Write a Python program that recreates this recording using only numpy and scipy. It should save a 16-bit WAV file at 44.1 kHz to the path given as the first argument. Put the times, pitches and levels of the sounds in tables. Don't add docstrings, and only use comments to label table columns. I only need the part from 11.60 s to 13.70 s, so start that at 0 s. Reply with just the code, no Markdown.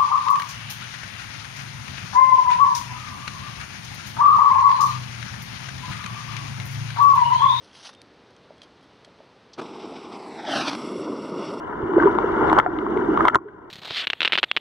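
import sys
import numpy as np
from scipy import signal
from scipy.fft import rfft, irfft, next_fast_len
from scipy.io import wavfile
from scipy.ndimage import uniform_filter1d, map_coordinates

SR = 44100
rng = np.random.default_rng(int(sys.argv[2]) if len(sys.argv) > 2 else 0)


def log_audio(samples):
    frames = np.atleast_2d(samples).T
    limited = np.clip(frames, -1, 1)
    pcm = np.round(limited * 32767).astype(np.int16)
    wavfile.write(sys.argv[1], SR, pcm)


N = 92610

# f/Hz, left-right correlation
PORT_LIKENESS = [(40, 0.28), (75, 0.24), (110, 0.75), (170, 0.9), (340, 1), (520, 0.31), (700, 0.092),
                 (1100, 0.37), (1500, 0.75), (2300, 0.9), (3200, 0.99), (4000, 0.25), (6200, 0.25),
                 (10000, 0.12)]
# f/Hz, left lag/rad
PORT_LAG_RAD = [(1000, 0), (1600, 1), (2000, 1.48), (3000, 2), (3800, 1.5), (5500, 0.5), (16000, -3.5)]
# f/Hz, left minus right/dB
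PORT_PAN_DB = [(60, -6), (120, -1), (240, -0.5), (480, -2), (950, 3), (1890, 6.5), (3770, 3.5), (7520, 0),
               (15000, 1)]
# t/s, level/dB
HISS_LEVEL_DB = [(0, -78), (.4, -75), (.95, -69), (1.005, -81), (1.65, -71), (1.7, -86), (1.78, -91),
                 (2.1, -90)]
# f/Hz, gain/dB
HISS_EQ = [(3500, -10), (5000, 8), (6500, 8), (9000, 1), (15600, -3), (15900, -25)]
# t/s, boom level/dB, ring level/dB, fizz level/dB
SURGE_LEVELS_DB = [(0, -38.5, -34.5, -58.5), (.2, -30.5, -32, -60), (.33, -27, -29.5, -57),
                   (0.411, -23.5, -22.5, -49.5), (0.468, -18.5, -23, -51), (.5, -26, -25, -50),
                   (0.699, -25, -25.5, -52.5), (0.902, -18, -18.5, -45), (0.944, -21.5, -25, -46.5),
                   (0.991, -28.5, -11.5, -47), (1.005, -35, -28, -54.5), (1.08, -29.5, -33, -61.5),
                   (1.2, -29, -32.5, -56.5), (1.33, -21.5, -29.5, -55), (1.521, -22.5, -27, -52.5),
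                   (1.632, -20, -21.5, -48), (1.689, -33, -22, -52), (1.698, -38.5, -43.5, -52.5),
                   (1.738, -34, -26, -66), (1.762, -25, -20.5, -56), (1.783, -43, -51, -83),
                   (1.9, -47, -49.5, -75), (2.1, -44, -46, -75.5)]
# f/Hz, gain/dB
RUMBLE_EQ = [(15, -24), (40, 1), (80, 0), (130, 0), (200, -5.5), (300, -49), (900, -120)]
BOOM_EQ = [(100, -43.5), (160, -16.5), (200, -9), (270, -4.5), (330, 2), (400, 0), (470, -7.5),
           (560, -29.5), (800, -63.5), (2000, -120)]
RING_EQ = [(300, -20.5), (550, -7.5), (800, -5.5), (1000, 1), (1150, -8), (1400, -3.5), (1700, -15.5),
           (2100, -21), (2350, -25.5), (2500, -34.5), (2700, -66), (4000, -120)]
FIZZ_EQ = [(2300, -54.5), (2600, -6), (2900, 5.5), (3150, -1), (3450, -3.5), (4000, -16), (5000, -19),
           (6300, -18.5), (7000, -30), (8300, -27), (9500, -33), (16000, -61)]
# f/Hz, gain/dB
TICK_EQ = [(3000, -33), (9000, -14.5), (15600, -13), (16000, -39)]
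SNAP_EQ = [(2500, -23.5), (3800, -0.5), (6000, -4.5), (8000, -7.5), (11000, -17.5), (16500, -26.5)]
CRACK_EQ = [(1500, -15), (2100, 21.5), (2500, 4), (3200, 11.5), (3800, -0.5), (4500, -17), (7000, -60)]
# t/s, level/dB
FAINT_TONE_EVENTS = [(.99, -55), (1.686, -56), (1.758, -55.5)]
FAINT_TONE_GAINS_DB = {5: -8, 6: -1, 7: -1, 8: -4, 9: -8, 11: -18}
# t/s, strength/dB, left minus right/dB
SNAP_EVENTS = [(0.2298, -43, 0), (.337, -42, -1.5), (0.423, -40.5, 2.5), (0.5222, -41.5, 0),
               (0.587, -42, -5), (.742, -44, 3), (.898, -33, -9), (0.9306, -23, 2), (0.988, -22.5, -6),
               (0.99, -21, 1.5), (1.138, -44.5, -2), (1.1875, -47.5, -1.5), (1.283, -48, 10.5),
               (1.372, -45.5, -0.5), (1.5, -48, 4.5), (1.5444, -47.5, -1.5), (1.6082, -37.5, 3),
               (1.6532, -29, 0.5), (1.6818, -18, 4), (1.6847, -22, 8), (1.7469, -22, -1),
               (1.7558, -15.5, 2), (1.758, -22, 2)]
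# t/s, level/dB, f/Hz, t60/s
GULP_EVENTS = [(0.226, -18.5, 402, 0.054), (0.234, -26, 107, 0.03), (0.292, -21.5, 404, 0.04),
               (0.334, -18, 331, 0.11), (0.367, -4.5, 360, 0.028), (0.383, -5.5, 466, 0.0082),
               (0.398, -13, 340, 0.012), (.411, -12, 342, 0.045), (.436, -13.5, 342, 0.038),
               (.457, -2.5, 395, 0.04), (0.554, -12, 358, 0.031), (0.643, -10, 427, 0.014),
               (0.698, -16, 365, 0.023), (.814, -15.5, 333, 0.035), (0.915, -13.5, 398, 0.025),
               (1.181, -20, 314, 0.065), (1.485, -14.5, 319, 0.082), (1.626, -19.5, 340, 0.067),
               (1.753, -26, 130, 0.017), (1.853, -32.5, 413, 0.11)]
# t/s, ping strength/dB, f/Hz, t60/s, crack strength/dB, left minus right/dB
KNOCK_EVENTS = [(.336, -15.5, 1060, 0.015, -51, 8), (0.399, -11, 1539, 0.04, -56, 7),
                (0.424, -11.5, 1116, 0.052, -49, 1), (0.433, -11.5, 1490, 0.031, -58, 5.5),
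                (0.472, -10.5, 982, 0.042, -51.5, 14), (.551, -14.5, 1000, .02, -51, 6),
                (0.586, -7, 956, 0.017, -24.5, 7.5), (0.781, -17.5, 1136, 0.037, -52, -2),
                (0.871, -23.5, 960, 0.012, -39, -12), (0.898, -24.5, 1226, .02, -21, 5),
                (0.916, -5.5, 1010, 0.014, -43.5, -1), (.929, -2, 920, 0.012, -22, 3),
                (0.937, -17.5, 1140, 0.022, -54, 13), (0.966, -10, 960, 0.052, -43.5, -3),
                (0.984, -10, 1095, 0.018, -40, -13.5), (0.987, -3.5, 1390, 0.028, -13.5, 5.5),
                (0.9986, -6, 1334, 0.025, -14.5, 3), (1.0623, -13, 1380, 0.017, -47, 1),
                (1.062, -11, 728, 0.047, -65, 2), (1.187, -28, 1250, 0.027, -32, 17.5),
                (1.412, -24, 1560, 0.017, -45, 1), (0.977, -12, 1020, 0.021, -45, -3),
                (1.265, -16, 1054, 0.028, -58, 0), (1.373, -18, 1000, 0.018, -26.5, 2.5),
                (1.574, -5, 1183, 0.02, -26.5, 1.5), (1.597, -11.5, 1020, 0.035, -50, -2.5),
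                (1.607, -5.5, 1250, 0.026, -46.5, -2.5), (1.616, -23, 1270, 0.024, -58, -5),
                (1.6519, -2, 1030, 0.018, -16, -1), (1.668, -17.5, 1100, .03, -46.5, -13),
                (1.673, -7.5, 1020, 0.031, -29, -3), (1.682, -4.5, 965, 0.013, -11.5, 1),
                (1.684, -3.5, 1316, 0.019, -15, 4), (1.698, -13, 1370, 0.026, -60, 3),
                (1.7463, -4, 1385, 0.019, -20, 0), (1.7556, -2.5, 1353, 0.0091, -13, 9.5),
                (1.7556, -4.5, 1056, 0.032, -19.5, -0.5), (1.785, -30, 1100, 0.033, -76, -1),
                (1.885, -36.5, 1543, 0.038, -48, 4.5)]

SIDES = np.array([[.5], [-.5]])
TIME_S = np.arange(N) / SR


def amp(db):
    return 10 ** (np.asarray(db) / 20)


def unit_rms(x):
    return x / np.sqrt(np.mean(x ** 2) + 1e-20)


def curve_at(points, hz):
    f, values = np.transpose(points)
    return np.interp(np.log(hz + 1), np.log(f + 1), values)


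def wobble(knots_per_s):
    knots = rng.standard_normal(int(N * knots_per_s / SR) + 4)
    return map_coordinates(knots, [TIME_S * knots_per_s])


def filtered(x, response):
    size = 2 * next_fast_len(N // 2 + SR // 4)
    return irfft(rfft(x, size) * response(np.fft.rfftfreq(size, 1 / SR)), size)[..., :N]


def resonate(x, eq):
    def response(hz):
        cepstrum = irfft(np.log(amp(curve_at(eq, hz))))
        half = len(cepstrum) // 2
        cepstrum[1:half] *= 2
        cepstrum[half + 1:] = 0
        return np.exp(rfft(cepstrum))
    return filtered(x, response)


def ports(pair):
    def mid_side(hz):
        angle = np.arccos(np.clip(curve_at(PORT_LIKENESS, hz), 0, 1)) / 2
        return np.array([np.cos(angle), np.sin(angle)])

    def offset(hz):
        return amp(SIDES * curve_at(PORT_PAN_DB, hz)) * np.exp(-1j * SIDES * curve_at(PORT_LAG_RAD, hz))
    mid, side = filtered(pair, mid_side)
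    return filtered(np.array([mid + side, mid - side]), offset)


def ping(t, hz, t60_s, rise_s, phase_rad, decay_power=1):
    envelope = amp(-60 * (t / t60_s) ** decay_power) * (1 - np.exp(-t / rise_s)) ** 2
    return envelope / envelope.max() * np.sin(2 * np.pi * hz * t + phase_rad)


def burst(t, t60_s, width):
    noise = rng.standard_normal(len(t)) + width * rng.standard_normal((2, len(t)))
    x = amp(-60 * t / t60_s) * noise
    return 4 * x / np.linalg.norm(x, axis=1, keepdims=True)


def hiss():
    noise = filtered(rng.standard_normal((2, N)), lambda hz: amp(curve_at(HISS_EQ, hz)))
    return amp(np.interp(TIME_S, *np.transpose(HISS_LEVEL_DB))) * unit_rms(noise)


def churn(impacts, impact_share, lump_db, lumps_per_s, patch_db):
    mix = np.sqrt(1 - impact_share) * rng.standard_normal((2, N)) + np.sqrt(impact_share) * impacts
    spectra = signal.stft(mix * amp(lump_db * wobble(lumps_per_s)), nperseg=256)[2]
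    patches = uniform_filter1d(rng.standard_normal(spectra.shape[1:]), size=4, axis=0)
    patches = unit_rms(uniform_filter1d(patches, size=3, axis=1))
    return signal.istft(spectra * amp(patch_db * patches), nperseg=256)[1][:, :N]


def rush(impacts_per_s=2500, spread_db=5, cap_db=7):
    chance, polarity, size = rng.random((3, 2, N))
    size_db = np.minimum(-spread_db * np.log(1 - size), cap_db)
    impacts = unit_rms((chance < impacts_per_s / SR) * np.sign(polarity - .5) * amp(size_db))
    times_s, boom_db, ring_db, fizz_db = np.transpose(SURGE_LEVELS_DB)
    rumble_db = -20 + 0.77 * (boom_db + ring_db) / 2

    def band(eq, level_db, **texture):
        shaken = resonate(churn(impacts, **texture), eq)
        return amp(np.interp(TIME_S, times_s, level_db)) * unit_rms(ports(shaken))
    return (band(BOOM_EQ, boom_db, impact_share=0.18, lump_db=0.94, lumps_per_s=45.57, patch_db=0.24)
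            + band(RING_EQ, ring_db, impact_share=0.43, lump_db=0.9, lumps_per_s=90, patch_db=0.97)
            + band(FIZZ_EQ, fizz_db, impact_share=0.061, lump_db=2, lumps_per_s=150, patch_db=2.8)
            + band(RUMBLE_EQ, rumble_db, impact_share=0.062, lump_db=1, lumps_per_s=25, patch_db=0.22))


def faint_tones(step_hz=1000, t60_s=0.052):
    out, t = np.zeros((2, N + SR)), np.arange(SR // 10) / SR
    for start_s, db in FAINT_TONE_EVENTS:
        for multiple, gain_db in FAINT_TONE_GAINS_DB.items():
            tone = np.sin(2 * np.pi * multiple * step_hz * t + rng.uniform(0, 2 * np.pi))
            out[:, round(start_s * SR):][:, :len(t)] += amp(db + gain_db - 60 * t / t60_s) * tone
    return out[:, :N]


def snaps(faint_below_db=-37):
    loud, faint = np.zeros((2, 2, N + SR))
    t = np.arange(SR // 50) / SR
    for start_s, db, pan_db in SNAP_EVENTS:
        bus = faint if db < faint_below_db else loud
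        click = amp(db + SIDES * pan_db) * burst(t, t60_s=0.0025, width=0.84)
        bus[:, round(start_s * SR):][:, :len(t)] += click
    return resonate(loud[:, :N], SNAP_EQ) + resonate(faint[:, :N], TICK_EQ)


def gulps(rise_s=0.0043, pan_db=-1.2):
    out, t = np.zeros(N + SR), np.arange(SR // 5) / SR
    for start_s, db, hz, t60_s in GULP_EVENTS:
        thump = ping(t, hz, t60_s, rise_s, rng.uniform(0, 2 * np.pi), decay_power=1.43)
        out[round((start_s - rise_s / 2) * SR):][:len(t)] += amp(db) * thump
    return out[:N] * amp(SIDES * pan_db)


def knocks(rise_s=0.00019, lag_rad=1.07, wall_hz=2300):
    pings, cracks, blows = np.zeros((3, 2, N + SR))
    t, port_rad = np.arange(SR // 10) / SR, -SIDES * lag_rad
    for start_s, db, hz, t60_s, crack_db, pan_db in KNOCK_EVENTS:
        span = slice(round(start_s * SR), round(start_s * SR) + len(t))
        pan = amp(SIDES * pan_db)
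        lower = ping(t, hz, t60_s, rise_s, np.pi + port_rad)
        upper = ping(t, 1.275 * hz, 0.61 * t60_s, rise_s, rng.uniform(0, 2 * np.pi) + port_rad)
        pings[:, span] += pan * amp(db) * (lower + amp(-8) * upper)
        cracks[:, span] += pan * amp(crack_db) * burst(t, t60_s=0.0089, width=1)
        blows[:, span] += amp(db + 4.5) * burst(t, t60_s=0.005, width=2.9)
    wall = lambda hz: (1 - (hz / wall_hz) ** 2 + np.sqrt(2) * 1j * hz / wall_hz) ** -2.
    housing = ports(resonate(blows[:, :N], RING_EQ))
    return filtered(pings[:, :N], wall) + resonate(cracks[:, :N], CRACK_EQ) + housing


def scene():
    return rush() + gulps() + knocks() + snaps() + faint_tones() + hiss()


def record(dry):
    notch_hz, width_hz, notch_gain = 2430, 360, 0.3
    ceiling, hardness = 1.05, 5.9
    top_hz, edge_hz = 16600, 500

    def notch(hz):
        detuning, damping = notch_hz ** 2 - hz ** 2, 1j * hz * width_hz
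        return (detuning + notch_gain * damping) / (detuning + damping)
    notched = filtered(dry, notch)
    rounded = notched / (1 + np.abs(notched / ceiling) ** hardness) ** (1 / hardness)
    return filtered(rounded, lambda hz: np.clip((top_hz - hz) / edge_hz, 0, 1))


dry = scene()
out = record(dry)
log_audio(out)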